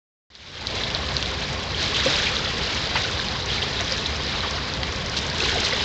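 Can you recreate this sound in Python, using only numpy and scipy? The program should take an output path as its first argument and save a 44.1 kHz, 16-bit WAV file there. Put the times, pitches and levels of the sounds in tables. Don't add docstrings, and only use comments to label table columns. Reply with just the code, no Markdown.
import sys
import numpy as np
from scipy import signal
from scipy.fft import rfft, irfft
from scipy.io import wavfile

SR = 44100
rng = np.random.default_rng(int(sys.argv[2]) if len(sys.argv) > 2 else 0)


def pcm_store(signal):
    levels = np.round(np.clip(np.atleast_2d(signal), -1, 1) * 32767)
    wavfile.write(sys.argv[1], SR, levels.astype(np.int16).T)


N = 257544
TIME = np.arange(N) / SR
FREQS = np.fft.rfftfreq(N, 1 / SR)
CALM_FOAM_DB = -33


def wave_level(part, calm_db, fall_db_per_s):
    # start/s, time to crest/s, foam at crest/dB, spray at crest/dB
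    waves = [(0.1, 0.29, -26, -43), (0.7, 0.3, -38.5, -57), (0.97, 0.22, -40, -46),
             (1.75, 0.071, -28.5, -40.5), (1.92, .24, -23.5, -44.5), (2.52, 0.25, -29, -50),
             (2.955, 0.027, -31, -44.5), (3.45, 0.15, -31, -53), (3.74, .17, -32, -45),
             (4.18, 0.17, -32.5, -61), (5.1, 0.12, -35.5, -43), (5.33, 0.14, -26, -39.5),
             (5.58, 0.09, -28.5, -47), (5.76, 0.079, -26.5, -46)]
    power = gain_of(calm_db) ** 2
    for start, rise_s, foam_db, spray_db in waves:
        crest_db = foam_db if part == "foam" else spray_db
        age = TIME - start
        fall_db = fall_db_per_s * np.maximum(age - rise_s, 0)
        power = power + np.clip(age / rise_s, 0, 1) * gain_of(crest_db - fall_db) ** 2
    return 10 * np.log10(power)


def foam(foam_db):
    # f/Hz, level/dB
    tone = [(600, -37.5), (1250, -5), (1700, -3), (2700, -2.5), (3200, 0.25), (4000, 1.5), (4450, -2.5),
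            (5000, -4), (6000, -12), (7200, -20), (9000, -46)]
    bursts = swarm(low_hz=1426, high_hz=7530, per_s=2300, spread_db=4.6, cycles=2.3, rise=0.034)
    flicker_db = drift(hz=36)
    near = coloured(bursts, tone) * gain_of(foam_db - 2.5)
    far = coloured(rng.standard_normal(N), tone) * gain_of(foam_db - 1.5)
    return (near + far) * gain_of(flicker_db)


def churn(foam_db, calm_db=-33.5, follow=0.24):
    # f/Hz, level/dB
    tone = [(120, -10), (200, 2), (300, 4), (420, 3), (520, 1.5), (750, 0), (1100, -0.5), (1350, -4),
            (1750, -3.5), (2400, -6.5), (3500, -15.5), (7000, -47)]
    gurgle = swarm(low_hz=399.5, high_hz=2424, per_s=380, spread_db=1.5, cycles=2.47, rise=0.022, count=36)
    wash = gain_of(10) * rng.standard_normal(N)
    return coloured(gurgle + wash, tone) * gain_of(calm_db + follow * (foam_db - CALM_FOAM_DB))


def swarm(low_hz, high_hz, per_s, spread_db, cycles, rise, count=48):
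    out = np.zeros(N)
    for hz in np.geomspace(low_hz, high_hz, count):
        births = random_clicks(per_s / count, spread_db)
        ring = bubble(hz, cycles * rng.uniform(.4, 1.6) / hz, rise)
        out += np.sqrt(hz) * unit_level(signal.oaconvolve(births, ring)[:N])
    return unit_level(out)


def bubble(hz, decay_s, rise):
    age = np.arange(int(12 * decay_s * SR) + 8) / (decay_s * SR)
    loudness = age ** 2 * np.exp(-age)
    pitch = hz * (1 + rise * (age - 2))
    return loudness / loudness.max() * np.sin(2 * np.pi * np.cumsum(pitch) / SR)


def pop(hz, decay_s):
    age = np.arange(int(9 * decay_s * SR) + 8) / (decay_s * SR)
    loudness = (1 - np.exp(-(1.6 * age) ** 2)) * np.exp(-age)
    swing = loudness * np.sin(2 * np.pi * hz * decay_s * age)
    pressure = np.gradient(np.gradient(swing))
    return pressure / abs(pressure).max()


def close_drops_and_bubbles():
    # t/s, level/dB
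    ticks = [(1.2275, -21), (1.439, -27), (2.1745, -20), (2.7473, -16.5), (3.46, -17.5), (3.8089, -15),
             (3.8465, -18), (3.9644, -24), (4.0664, -21), (4.165, -23), (4.9242, -20), (5.2665, -20),
             (5.4015, -20), (5.6617, -12.5)]
    # t/s, f/Hz, level/dB, decay time/s
    pops = [(.3526, 3970, -2.5, 0.00033), (.6706, 3900, -2, .00037), (.8359, 3520, -11, 0.00072),
            (.9486, 4020, -7, .00057), (1.1672, 4170, -5.5, 0.00051), (1.2266, 2800, -8, 0.00029),
            (1.2593, 3500, -13.5, 0.00053), (2.065, 3750, -13, .00064), (3.2, 3670, -11, 0.00064),
            (3.2855, 3880, -12, 0.00045), (3.9226, 4920, -8, 0.00053), (4.51, 5150, -13, 0.00029),
            (4.7378, 4170, -12, 0.00032), (4.8325, 3000, -11, .00033), (4.961, 4900, -16, 0.00034),
            (5.062, 5130, -15, .0003), (5.098, 5300, -16, 0.00027), (5.1702, 3800, -21, 0.00045),
            (5.189, 4130, -10, 0.0002), (5.3006, 4500, -12.5, .0004), (5.4048, 3200, -10, 0.0002),
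            (5.6501, 3730, -9, .00036)]
    # t/s, f/Hz, level/dB
    plops = [(1.7459, 3180, -17), (1.963, 3350, -17.5), (2.0594, 522, -14.5), (2.138, 3700, -16),
             (2.199, 1670, -19), (2.2669, 2330, -15), (2.9543, 930, -17.5), (2.965, 1960, -20),
             (3.0486, 1510, -22), (3.096, 1395, -26), (3.1943, 1660, -17), (3.5023, 3100, -15.5),
             (3.581, 2270, -21), (3.6257, 3100, -14), (3.8028, 690, -27), (3.9181, 530, -26.5),
             (4.0599, 3800, -14), (4.4052, 4000, -15), (4.4455, 1140, -24.5), (4.5814, 1430, -26),
             (5.3145, 1670, -21), (5.3382, 980, -24), (5.404, 2550, -14.5), (5.4279, 410, -24),
             (5.554, 700, -22.5), (5.5708, 460, -22.5), (5.7248, 2010, -18.5), (5.7297, 498, -23.5),
             (5.8056, 910, -23)]
    out = np.zeros(N)
    for start, db in ticks:
        add(out, start, gain_of(db) * pop(hz=5900, decay_s=0.00043))
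    for start, hz, db, decay_s in pops:
        add(out, start, gain_of(db) * pop(hz, decay_s))
    for start, hz, db in plops:
        decay_s = 0.0016 * (1000 / hz) ** 0.76
        add(out, start, gain_of(db) * bubble(hz, decay_s, rise=0.0052))
    t = TIME[:2048]
    echo = rng.standard_normal(len(t)) * np.exp(-t / .007) * (t > .001)
    out += gain_of(-9) * signal.oaconvolve(out, echo / np.linalg.norm(echo))[:N]
    return signal.sosfilt(signal.butter(4, 6500, fs=SR, output="sos"), out)


def slaps():
    # t/s, length/s, level/dB, centre f/Hz, width/octaves
    wavelets = [(1.818, 0.12, -28, 3720, 0.49), (1.943, 0.047, -25, 3300, 0.27),
                (2.048, 0.044, -26.5, 262, 0.23), (2.088, 0.11, -36, 520, 0.36),
                (2.265, 0.044, -27.5, 2300, 0.38), (2.952, 0.031, -20.5, 1820, 1),
                (3.033, .018, -23.5, 3900, .4), (3.618, .022, -27, 3700, .35),
                (3.8, 0.027, -26, 1500, 0.86), (3.91, .025, -30, 5300, 0.3), (4.057, 0.011, -28, 3920, .3),
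                (4.338, .04, -34.5, 1290, 0.4), (4.431, 0.04, -30, 1200, 0.92),
                (4.576, .03, -30.5, 1200, 0.55), (4.831, 0.0041, -21, 2500, .8),
                (5.166, 0.024, -22.5, 4600, 0.53), (5.38, 0.42, -35.5, 413, 0.27),
                (5.641, 0.027, -26, 5500, 0.46)]
    out = np.zeros(N)
    for start, length, db, centre_hz, octaves in wavelets:
        band = np.exp(-.5 * (np.log2((FREQS + 1) / centre_hz) / octaves) ** 2)
        band /= 1 + (FREQS / 5500) ** 6
        spatter = unit_level(irfft(rfft(rng.standard_normal(N)) * band, N))
        age = np.maximum(TIME - start, 0)
        loudness = (1 - np.exp(-age / 0.00066)) * np.exp(-(age / length) ** 2)
        out += gain_of(db) * spatter * loudness
    return out


def spray():
    # f/Hz, level/dB
    tone = [(3500, -23), (5200, 8), (6400, 5), (7400, 0.5), (8000, -10), (8600, -19), (9200, -38)]
    ticks = unit_level(random_clicks(per_s=130, spread_db=4))
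    mist = gain_of(-6) * rng.standard_normal(N)
    clump_db = 3 * drift(hz=50)
    spray_db = wave_level("spray", calm_db=-52, fall_db_per_s=30)
    return coloured(ticks + mist, tone) * gain_of(spray_db + clump_db)


def rumble(level_db=-35, swell_db=0.5):
    # f/Hz, level/dB
    tone = [(8, -36), (27, -9), (50, -7), (60, -1.5), (76, 0.5), (92, -1), (115, -1), (145, -1),
            (165, -6.5), (190, -3.5), (250, -11), (700, -68)]
    return coloured(rng.standard_normal(N), tone) * gain_of(level_db + swell_db * drift(hz=1.8))


def machine_hum():
    # f/Hz, average level/dB
    notes = [(59.2, -41), (74, -42.5), (91, -42.5), (144.5, -49), (226, -50.5), (405, -49.5), (521, -48.5),
             (1018, -54), (1100, -51), (4701, -48.5), (4938, -53)]
    out = np.zeros(N)
    for hz, db in notes:
        phase = 2 * np.pi * (hz * TIME + rng.random())
        waver = 0.86 * drift(hz=4.2)
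        out += gain_of(db) * np.sqrt(2) * np.sin(phase + waver)
    return out


def random_clicks(per_s, spread_db):
    size = gain_of(spread_db * np.minimum(rng.exponential(1, N), 3.5))
    return size * rng.choice([-1., 1.], N) * (rng.random(N) < per_s / SR)


def drift(hz):
    return unit_level(irfft(rfft(rng.standard_normal(N)) / (1 + (FREQS / hz) ** 4), N))


def coloured(x, tone):
    hz, db = np.transpose(tone)
    curve_db = np.interp(np.log(FREQS + 1), np.log(hz), db)
    return unit_level(irfft(rfft(x) * gain_of(curve_db), N))


def unit_level(x):
    return x / np.sqrt(np.mean(x ** 2) + 1e-20)


def gain_of(db):
    return 10 ** (np.asarray(db) / 20)


def add(mix, start_s, sound):
    part = mix[max(round(start_s * SR), 0):][:len(sound)]
    part += sound[:len(part)]


def scene():
    foam_db = wave_level("foam", calm_db=CALM_FOAM_DB, fall_db_per_s=24.5)
    water = foam(foam_db) + churn(foam_db) + spray() + slaps() + close_drops_and_bubbles()
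    return (water + rumble() + machine_hum())[None]


def record(dry, on_s=0.302, fade_s=0.45, fade_from_db=-27, top_hz=8960):
    fade_db = fade_from_db * np.clip(1 - (TIME - on_s) / fade_s, 0, 1)
    faded = dry * gain_of(fade_db) * (TIME > on_s)
    treble_cut = signal.firwin(401, top_hz, window=("kaiser", 9), fs=SR)
    return signal.oaconvolve(faded, treble_cut[None], "same")


dry = scene()
out = record(dry)
pcm_store(out)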